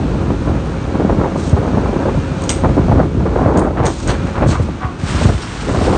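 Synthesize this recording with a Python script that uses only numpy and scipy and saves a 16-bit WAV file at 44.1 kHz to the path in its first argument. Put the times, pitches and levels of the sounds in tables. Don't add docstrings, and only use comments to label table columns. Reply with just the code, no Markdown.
import sys
import numpy as np
from scipy import signal
from scipy.fft import rfft, irfft, next_fast_len
from scipy.io import wavfile
from scipy.ndimage import uniform_filter1d

SR = 44100
rng = np.random.default_rng(int(sys.argv[2]) if len(sys.argv) > 2 else 0)


def transcribe(u):
    v = np.clip(np.atleast_2d(u).T, -1, 1)
    q = np.round(v * 32767).astype(np.int16)
    wavfile.write(sys.argv[1], SR, q)


N = 263277
TIME = np.arange(N) / SR

# time in seconds, rumble level in dB, flutter level in dB.
BREEZE = [(0, -18.5, -24), (.68, -19.5, -25.5), (1.3, -21, -22), (2.3, -21.5, -29), (2.48, -19.5, -21),
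          (3.1, -18.5, -35), (4.3, -26.5, -29), (4.97, -29.5, -44), (5.56, -26, -37.5), (5.75, -17, -19),
          (5.97, -18.5, -21)]
# start in seconds, length in seconds, rumble level in dB, flutter level in dB.
GUSTS = [(0.01, 0.17, -19, -25), (0.286, 0.021, -15, -21), (0.487, 0.064, -17, -19),
         (0.955, 0.063, -21.5, -18), (1.097, 0.034, -15, -17), (1.211, 0.058, -25.5, -16),
         (1.65, 0.26, -19, -18.5), (1.93, 0.17, -36, -18.5), (2.17, 0.043, -19, -40),
         (2.664, 0.066, -16, -22), (2.797, 0.056, -14.5, -20.5), (2.966, 0.066, -13.5, -15),
         (3.202, 0.086, -16.5, -21.5), (3.366, 0.31, -17.5, -13), (3.788, 0.1, -22, -15.5),
         (4.095, 0.041, -15, -20.5), (4.218, 0.04, -19, -39), (4.422, 0.095, -13.5, -27),
         (4.583, 0.13, -20, -42), (5.097, 0.1, -20.5, -35), (5.214, 0.11, -18, -21),
         (5.698, 0.13, -23.5, -19.5), (5.887, 0.072, -16, -13.5)]
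# start in seconds, swing level in dB,
# pitch in Hz, duration in cycles, flutter level in dB, flutter rise time in seconds.
STRONG_EDDIES = [(0.302, 3, 151, 8, -13, 0.004), (0.999, -6, 194, 6.5, -10, .01),
                 (1.048, 10, 200, 6.1, -24, 0.0041), (1.095, -1, 171, 8.4, -10, .005),
                 (1.183, 8.5, 103, 5.4, -24, 0.0067), (1.194, 1, 131, 3.9, -13, .004),
                 (1.211, -8, 200, 4.4, -10, .004), (1.235, -8, 240, 5.9, -13.5, 0.0083),
                 (1.357, 2.5, 149, 4.1, -16, 0.0048), (1.476, 3, 142, 4.8, -24, 0.0055),
                 (1.528, 13.5, 72, 4.7, -14, .005), (1.566, 2, 170, 4.7, -11, .009),
                 (1.583, 5.5, 111, 6.9, -15.5, 0.0051), (1.617, -13, 91, 6.4, -16.5, .004),
                 (1.734, 1.5, 141, 8, -15, 0.013), (1.773, 6, 220, 8.5, -15.5, 0.0065),
                 (1.961, 0.5, 178, 8.6, -18, 0.0048), (2.002, -7, 122, 6, -11.5, .008),
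                 (2.054, 1, 95, 10, -11.5, 0.0086), (2.079, -7, 147, 6.7, -12.5, .007),
                 (2.147, 3, 81, 10, -13.5, 0.0037), (2.172, 5.5, 121, 7.3, -16, 0.0054),
                 (2.314, 1.5, 110, 5, -25, .006), (2.637, 0, 129, 6.7, -5.5, 0.0066),
                 (2.653, 5, 85, 7.1, -8.5, .006), (2.689, 4, 69, 6.6, -13, 0.0044),
                 (2.699, 7.5, 112, 8.2, -24, .006), (2.768, 5, 249, 8.1, -15.5, .005),
                 (2.778, 8, 191, 4.8, -9, .006), (2.794, 3, 120, 6.2, -21, .006),
                 (2.883, -1.5, 200, 6, -11, .007), (2.892, 8.5, 104, 5.9, -18, 0.0056),
                 (2.914, -3, 132, 5.2, -7.5, .006), (2.927, 8, 82, 5, -7.5, 0.0024),
                 (2.958, 8, 69.4, 5.5, -16, .006), (2.984, 2, 202, 8, -11, 0.0087),
                 (3.0, 4, 203, 7.6, -7.5, 0.004), (3.147, 2.5, 185, 10, -23, 0.0066),
                 (3.172, 4.5, 75, 4.5, -38, .006), (3.256, 1, 150, 5.6, -10.5, 0.0074),
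                 (3.358, -12, 113, 6, -10.5, 0.0024), (3.413, -3, 162, 6.3, -12, 0.004),
                 (3.437, 0, 150, 5.6, -26, .005), (3.458, 3.5, 79.3, 9.5, -16, 0.0033),
                 (3.558, 8, 155, 5.2, -10, 0.0068), (3.581, 4.5, 170, 4.2, -11, 0.0063),
                 (3.707, -3, 147.7, 9.6, -15.5, 0.0052), (3.798, 4.5, 105, 8.8, -16, 0.0027),
                 (3.838, -2, 67, 5, -12.5, 0.0088), (3.856, 3.5, 110, 4.5, -17, 0.01),
                 (4.07, -2, 110, 5.4, -16, .003), (4.092, 7.5, 81, 7, -14.5, 0.0057),
                 (4.243, 3, 109, 6.7, -24, .006), (4.422, -1, 121, 6, -7, 0.0082),
                 (4.46, 8, 123, 11, -12, .005), (4.487, 7, 115, 7, -15, 0.0058),
                 (4.598, 6.5, 85, 8.1, -12, 0.0053), (4.687, -8, 129.8, 6.1, -17, .005),
                 (4.844, 3, 69, 5.6, -32, 0.0069), (5.034, 5, 70, 2.7, -26, .006),
                 (5.145, 3, 64.4, 9.6, -21, 0.0069), (5.214, 1.5, 90, 5.6, -17, 0.0036),
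                 (5.253, 14.5, 68.7, 4, -10, 0.0037), (5.289, 7.5, 90, 6, -10, 0.0056),
                 (5.343, 4.5, 64.7, 5.5, -34, .006), (5.686, -3, 152, 6.5, -10.5, 0.0051),
                 (5.746, -19, 112.7, 5, -10, .005), (5.811, 0, 70, 5.5, -11, 0.0055),
                 (5.88, 2, 268, 9, -14, 0.0035), (5.935, -9, 200, 8.2, -11, 0.0079)]
# time in seconds, firing rate in Hz, level in dB.
ENGINE_RUN = [(0, 89, -26.5), (1.2, 79.4, -27), (2.3, 87, -25), (2.95, 79, -26.5), (3.1, 81, -30),
              (3.45, 81, -27.5), (3.72, 80, -32), (4.25, 87, -25), (4.7, 79, -28.5), (5.97, 140, -36)]
# multiple of the firing rate, level in dB.
ENGINE_ORDERS = [(1, 0), (2, -10.5), (3, -17.5), (4, -11), (15, -29), (28, -24)]
# time in seconds, level in dB, pitch in Hz.
PUMP_WHINE = [(0, -38.5, 540), (.55, -38, 537), (.9, -29.5, 538), (1.3, -36, 541), (1.65, -39, 540),
              (2.0, -32, 540), (2.2, -36, 535), (2.5, -30.5, 538), (3.1, -39, 536), (4.0, -41, 544),
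              (4.2, -33, 550), (4.6, -48, 545), (5.97, -50, 540)]
# start in seconds, length in seconds, level in dB,
# initial slip rate in Hz, fractional unevenness of that rate.
SKIDS = [(4.542, 0.063, -24.5, 415, 0.1365), (4.801, 0.14, -27.5, 388, 0.0352)]
# start in seconds, length in seconds, level in dB, cutoff in Hz.
CRUNCHES = [(3.768, 0.062, -26, 2420), (3.825, 0.093, -26.5, 2780), (4.07, 0.08, -27, 5500),
            (4.133, 0.046, -31, 3470), (4.267, 0.039, -28.5, 2500), (4.345, 0.14, -25, 1730),
            (4.421, 0.03, -26.5, 3160), (4.501, 0.083, -27, 4540), (4.818, 0.058, -28.5, 2500)]
# start in seconds, level in dB,
# share from 0 to 1 that rings the steel, pitch of the flying shard in Hz.
CRACKS = [(1.495, -19.5, 0.35, 8700), (2.42, -20, 0.3, 8600), (2.438, -16.5, 0.4, 8500),
          (2.4928, 1, 0.22, 5950), (2.497, -7.5, 0.26, 6800), (2.5023, -2, 0.25, 8200),
          (2.515, -13, 0.5, 6600), (3.573, -15, 0.2, 7300), (3.855, -14, 0.5, 8300),
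          (3.8606, -9.5, 0.07, 6250), (3.866, -9, 0.33, 4180), (4.0018, -19, 0.13, 6120),
          (4.075, -13, 0.36, 6200), (4.2708, -24, 0.4, 5850)]

# start in seconds, length in seconds, level in dB.
SPLASHES = [(5.09, 0.15, -30.5), (5.188, 0.044, -34.5), (5.408, 0.0098, -43), (5.592, 0.72, -37),
            (5.853, .12, -39)]
SPRAY_SHEETS = [(5.42, 0.0079, -32), (5.813, 0.048, -34)]
GRIT_SPILLS = [(1.39, .105, -39), (2.394, 0.1, -41.5), (3.863, 0.17, -38), (4.078, 0.033, -41),
               (4.496, 0.027, -31), (4.626, .01, -41)]
TOOTH_RASPS = [(3.574, 0.041, -31)]
RUBBLE_BURSTS = [(4.083, 0.051, -22.5), (4.503, 0.04, -31)]

# frequency in Hz, level in dB, 60 dB decay time in seconds.
SHELL_MODES = [(727, -4, 0.045), (890, -1.5, 0.028), (1007, 5, 0.031), (1130, 0, 0.04), (1230, 1, 0.035),
               (1555, -10.5, .03), (1900, -10.5, 0.028), (2270, -14, .025)]
TOOTH_MODES = [(937, -13, .16), (1650, -14, 0.07), (2240, -15, 0.05), (2330, -15, 0.16), (2848, -12, .16),
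               (3050, -14, .07), (3133, -10, 0.17), (3650, -15, 0.05), (4404, -21, .07), (5803, -6, .06),
               (6092, -6, 0.1), (6510, -8, .09), (6605, -4, 0.12), (6682, -5, 0.09), (6804, -7, .09),
               (7949, -13, .1), (8325, -3, 0.13), (8373, -5, 0.1)]

# frequency in Hz, spectral density in dB.
RUMBLE_SPECTRUM = [(20, -31), (32, -17), (50, 2.5), (85, -2), (140, -4), (220, -7.5), (400, -15.5),
                   (900, -49)]
FLUTTER_SPECTRUM = [(80, -12.5), (160, -10), (290, -1), (450, -4.5), (650, -8.5), (1000, -13),
                    (1400, -20.5), (1900, -30), (3000, -50), (6000, -65)]
SPLASH_SPECTRUM = [(150, 2), (400, -6), (800, 1.5), (1450, 2.5), (2000, -4.5), (2600, -5.5), (4000, -7),
                   (5000, -11), (6400, -11), (9000, -12.5)]
SPATTER_SPECTRUM = [(500, -15), (1400, 3), (2600, 0), (3800, -8.5), (5000, -6.5), (9000, -17)]
MIST_SPECTRUM = [(1500, -16), (2800, 3), (4000, 0), (5600, 1), (7000, -17), (9000, -2)]
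ROAR_SPECTRUM = [(40, -5.5), (90, -6), (250, 0.5), (500, -9), (800, -11), (1400, -12.5), (1950, -21),
                 (2550, -21.5), (3300, -25), (4200, -26.5), (5000, -31), (6400, -30.5), (7700, -36.5),
                 (9000, -35.5)]
GRIT_SPECTRUM = [(1200, -18), (2500, 0.5), (4000, 7.5), (5000, 3), (6400, 6), (9000, 1.5)]
CRUSH_SPECTRUM = [(200, -20), (400, 2.5), (700, 6), (1100, 4.5), (1600, 0.5), (2200, -5.5), (3200, -10.5),
                  (6000, -19.5), (9000, -28)]
RASP_SPECTRUM = [(2000, -5), (3800, -3), (5500, -5), (6500, -1), (7300, 5), (7900, -8), (9000, 3)]
RUBBLE_SPECTRUM = [(300, 1), (800, -4.5), (1450, 9), (2200, -2), (2850, 2), (3600, -4.5), (4400, 2.5),
                   (5200, -12), (6200, -3), (7300, -12), (8400, -9), (9000, -11)]
SNAP_SPECTRUM = [(500, 0.5), (1200, 2.5), (1800, 2), (2200, 7.5), (2600, 2), (3100, 2), (4400, 1.5),
                 (5500, 0), (6400, 3.5), (7400, 0), (8300, 4), (9000, -3.5)]


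def from_db(db):
    return 10 ** (np.asarray(db) / 20)


def rms_one(x):
    return x / np.sqrt(np.mean(x ** 2) + 1e-20)


def evened(x, seconds):
    return x / np.sqrt(uniform_filter1d(x ** 2, max(int(seconds * SR), 2)) + 1e-9)


def in_time(rows):
    times, *columns = np.transpose(rows)
    return [np.interp(TIME, times, column) for column in columns]


def swell(start, length, attack_s, release_s):
    rise = np.clip(1 + (TIME - start) / attack_s, 0, 1)
    return rise * np.exp(-np.clip((TIME - start - length) / release_s, 0, 20))


def puff(start, rise_s):
    out, span = np.zeros(N), slice(int(start * SR) + 1, int((start + 20 * rise_s) * SR))
    age = (TIME[span] - start) / rise_s
    out[span] = age * np.exp(1 - age)
    return out


def stroke(start, length):
    return np.sin(np.pi * np.clip((TIME - start) / length, 0, 1) ** 0.52)


def drift(rate_hz):
    hz = np.arange(N // 2 + 1) * SR / N
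    return rms_one(irfft(rfft(rng.standard_normal(N)) / (1 + (hz / rate_hz) ** 2) * (hz > 0), N))


def grains(per_s, spread_db):
    sizes = from_db(spread_db * np.minimum(rng.exponential(1, N), 4)) * rng.choice([-1, 1], N)
    return rms_one(sizes * (rng.random(N) < per_s / SR))


def colour(x, spectrum):
    size = next_fast_len(N + SR // 2, real=True) // 2 * 2
    hz = np.maximum(np.arange(size // 2 + 1) * SR / size, 1)
    knots_hz, db = np.transpose(spectrum)
    octaves_outside = np.abs(np.log2(hz / np.clip(hz, knots_hz[0], knots_hz[-1])))
    gain_db = np.interp(np.log(hz), np.log(knots_hz), db) - 20 * np.minimum(octaves_outside, 2)
    cepstrum = irfft(np.log(rms_one(from_db(gain_db))))[:size // 2]
    return irfft(rfft(x, size) * np.exp(2 * rfft(cepstrum, size) - cepstrum[0]))[:N]


def ring(clicks, hz, t60):
    radius, angle = from_db(-60 / (t60 * SR)), 2 * np.pi * hz / SR
    return signal.lfilter([0, np.sin(angle)], [1, -2 * radius * np.cos(angle), radius ** 2], clicks + 1e-18)


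def damped_sine(start, hz, cycles):
    out, span = np.zeros(N), slice(int(start * SR) + 1, int((start + cycles / hz) * SR))
    turns = (TIME[span] - start) * hz
    out[span] = np.sin(2 * np.pi * turns) * np.exp(-np.log(1000) * turns / cycles)
    return out


def airflow(attack_s=0.084, release_s=0.031, buffet_db=1.16, buffet_hz=24):
    rumble_power, flutter_power = from_db(in_time(BREEZE)) ** 2
    for start, length, rumble_db, flutter_db in GUSTS:
        gust = swell(start, length, attack_s, release_s)
        rumble_power += (from_db(rumble_db) * gust) ** 2
        flutter_power += (from_db(flutter_db) * gust) ** 2
    throb = evened(from_db(buffet_db * drift(buffet_hz)), 0.089)
    return np.sqrt([rumble_power, flutter_power]) * throb


def small_eddies(rumble_gain, flutter_gain, per_s=16, hz=150, cycles=7, rise_s=0.0047):
    rows = []
    for slot, (jitter, octave) in enumerate(rng.random((100, 2))):
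        start = (slot + jitter) / per_s
        if start < TIME[-1]:
            swing_db = 20 * np.log10(rumble_gain[int(start * SR)]) + 5
            flutter_db = 20 * np.log10(flutter_gain[int(start * SR)]) - 2.5
            rows.append((start, swing_db, hz * 2 ** (octave - .5), cycles, flutter_db, rise_s))
    return rows


def eddy_swing(start, hz, cycles, rise_share=0.098, lead_cycles=0.84, settle_cycles=0.31):
    out, span = np.zeros(N), slice(int(start * SR) + 1, int((start + 1.5 * cycles / hz) * SR))
    turns = (TIME[span] - start) * hz
    age = turns / (rise_share * cycles)
    lead = lead_cycles * (1 - np.exp(-turns / settle_cycles))
    out[span] = age * np.exp(1 - age) * np.sin(2 * np.pi * (turns + lead))
    return out


def wind(pop_hz=750, dull_hz=480, lull_db=-1.5, lull_s=0.029):
    rumble_gain, flutter_gain = airflow()
    rumble = evened(colour(rng.standard_normal(N), RUMBLE_SPECTRUM), 0.048) * rumble_gain * from_db(0.4)
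    lumpy_noise = rng.standard_normal(N) * from_db(2.5 * drift(150))
    flutter = evened(colour(lumpy_noise, FLUTTER_SPECTRUM), 0.035)
    bunches = evened(from_db(drift(80)), 0.085)
    power = (flutter_gain * from_db(-1.5)) ** 2
    swings, stalled = np.zeros((2, N))
    eddies = STRONG_EDDIES + small_eddies(rumble_gain, flutter_gain)
    for start, swing_db, hz, cycles, flutter_db, rise_s in eddies:
        lull_times = [start - 2 * lull_s, start - lull_s / 2, start, start + 0.0028]
        stalled = np.maximum(stalled, np.interp(TIME, lull_times, [0, 1, 1, 0]))
        pop = damped_sine(start, pop_hz * rng.uniform(0.63, 0.89), cycles=10.4)
        swings += from_db(flutter_db + 3.5) * pop
        swings += from_db(swing_db - 11.5) * eddy_swing(start, hz, cycles)
        power += (from_db(flutter_db - 3.5) * puff(start, rise_s)) ** 2
    speed = np.sqrt(power) * from_db(lull_db * stalled)
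    dull = signal.sosfiltfilt(signal.butter(2, dull_hz, fs=SR, output="sos"), flutter)
    brightness = np.minimum(np.sqrt(speed / from_db(-18.5)), 1.4) * bunches
    return rumble + speed * (dull + brightness * (flutter - dull)) + swings


def basin(x, wet_db=-10.5, t60=0.31, first_echo_s=0.012):
    age = TIME[:SR // 2]
    echoes = rng.standard_normal(len(age)) * from_db(-60 * age / t60) * (age > first_echo_s)
    return x + from_db(wet_db) * signal.fftconvolve(x, echoes / np.linalg.norm(echoes))[:N]


def mist(attack_per_length=0.78, release_s=0.021):
    sheets = sum(from_db(db) * swell(start, length, attack_per_length * length, release_s)
                 for start, length, db in SPRAY_SHEETS)
    return sheets * colour(rng.standard_normal(N), MIST_SPECTRUM)


def surge(attack_per_length=0.49, release_s=0.079, churn_start_s=5.0, churn_db=-40):
    splashes = [from_db(db) * swell(start, length, attack_per_length * length, release_s)
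                for start, length, db in SPLASHES]
    churn = from_db(churn_db) * swell(churn_start_s, TIME[-1], attack_s=0.019, release_s=release_s)
    return np.linalg.norm(splashes + [churn], axis=0)


def water(spray_db=4.5, bubbles_db=-2.0, spatter_db=-3.5, bubble_cycles=9.8, splat_s=0.0025):
    spray = colour(grains(per_s=12000 * from_db(2 * drift(25)), spread_db=0.0), SPLASH_SPECTRUM)
    births = grains(per_s=430, spread_db=0.5)
    size_class = rng.integers(0, 24, N)
    bubbles = sum(ring(births * (size_class == k), hz, bubble_cycles / hz) * (hz / 1000) ** -.15
                  for k, hz in enumerate(np.geomspace(700, 7500, num=24)))
    landings = np.abs(grains(per_s=110, spread_db=2.0))
    splats = signal.lfilter([1], [1, -np.exp(-1 / (splat_s * SR))], landings + 1e-18)
    spatter = rms_one(colour(splats * rng.standard_normal(N), SPATTER_SPECTRUM))
    mix = from_db(spray_db) * spray + from_db(bubbles_db) * rms_one(bubbles) + from_db(spatter_db) * spatter
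    return surge() * mix


def pump(waver_db=2.5, waver_hz=3.2):
    db, hz = in_time(PUMP_WHINE)
    gain = from_db(db + waver_db * drift(7))
    phase = 2 * np.pi * np.cumsum(hz + waver_hz * drift(15)) / SR
    return gain * np.sqrt(2) * np.sin(phase)


def engine(tones_db=-2.0, throb=0.088):
    firing_hz, level_db = in_time(ENGINE_RUN)
    phase = 2 * np.pi * np.cumsum(firing_hz * (1 + .0015 * drift(5))) / SR
    tones = np.zeros(N)
    for order, db in ENGINE_ORDERS:
        gain = from_db(db + 2 * drift(7.2))
        tones += gain * np.sqrt(2) * np.sin(order * phase + rng.uniform(0, 2 * np.pi))
    whine = pump()
    roar = colour(rng.standard_normal(N) * (1 + throb * np.cos(phase)), ROAR_SPECTRUM)
    return from_db(level_db) * (from_db(tones_db) * tones + roar) + whine


def skids(gain_db=1.0, sag_hz_per_s=260):
    out = np.zeros(N)
    for start, length, db, slip_hz, uneven in SKIDS:
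        rate = (slip_hz - sag_hz_per_s * np.clip(TIME - start, 0, length)) * (1 + uneven * drift(305))
        slips = np.diff(np.floor(np.cumsum(rate) / SR), prepend=0) * from_db(3 * drift(150))
        groan = sum(from_db(mode_db) * ring(slips, hz, t60) * (-1) ** k
                    for k, (hz, mode_db, t60) in enumerate(SHELL_MODES))
        out += from_db(db + gain_db) * stroke(start, length) * evened(groan - groan.mean(), 0.053)
    return out


def grit(attack_s=0.041, release_s=0.021):
    chips = grains(per_s=5000 * from_db(4.3 * drift(19)), spread_db=-3.0)
    flow = sum(from_db(db) * swell(start, length, attack_s, release_s) for start, length, db in GRIT_SPILLS)
    return flow * colour(chips, GRIT_SPECTRUM)


def crumbling(rows, spectrum, per_s, spread_db):
    fractures = evened(colour(grains(per_s, spread_db), spectrum), 0.02)
    return sum(from_db(db) * stroke(start, length) for start, length, db in rows) * fractures


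def crunches(gain_db=4.0):
    fractures = evened(colour(grains(per_s=650, spread_db=1.5), CRUSH_SPECTRUM), 0.032)
    out = np.zeros(N)
    for start, length, db, cutoff_hz in CRUNCHES:
        muffle = signal.butter(2, cutoff_hz, fs=SR, output="sos")
        out += signal.sosfilt(muffle, from_db(db + gain_db) * stroke(start, length) * fractures + 1e-18)
    return out


def cracks(snap_db=-11.5, snap_s=0.00077, dust_db=-21.0, dust_s=0.01, shard_db=-9.0, steel_db=-14.0):
    starts, levels_db, steel_share, shard_hz = np.transpose(CRACKS)
    bursts = sum(from_db(db) * (puff(start, snap_s) + from_db(dust_db) * puff(start, dust_s))
                 for start, db in zip(starts, levels_db))
    out = from_db(snap_db) * colour(bursts * rng.standard_normal(N), SNAP_SPECTRUM)
    out += sum(from_db(db + shard_db) * damped_sine(start, hz, cycles=56)
               for start, db, hz in zip(starts, levels_db, shard_hz))
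    for hz, mode_db, t60 in TOOTH_MODES:
        strike_db = levels_db + mode_db + steel_db + rng.normal(0, 5.3, len(starts))
        clicks = np.zeros(N)
        clicks[(starts * SR).astype(int)] = steel_share * from_db(strike_db)
        out += ring(clicks, hz, t60)
    return out


def scene():
    concrete = cracks() + grit() + crunches()
    concrete += crumbling(TOOTH_RASPS, RASP_SPECTRUM, per_s=1000, spread_db=3.5)
    concrete += crumbling(RUBBLE_BURSTS, RUBBLE_SPECTRUM, per_s=3000, spread_db=-0.5)
    return (engine() + basin(concrete + skids() + water() + mist()) + wind())[None]


def record(dry, low_cut_hz=30, ceiling=1.1, high_cut_hz=9000):
    x = signal.sosfilt(signal.butter(2, low_cut_hz, "high", fs=SR, output="sos"), dry)
    x = x / (1 + (x / ceiling) ** 4) ** (1 / 4)
    return signal.sosfilt(signal.ellip(10, .3, 70, high_cut_hz, fs=SR, output="sos"), x)


dry = scene()
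out = record(dry)
transcribe(out)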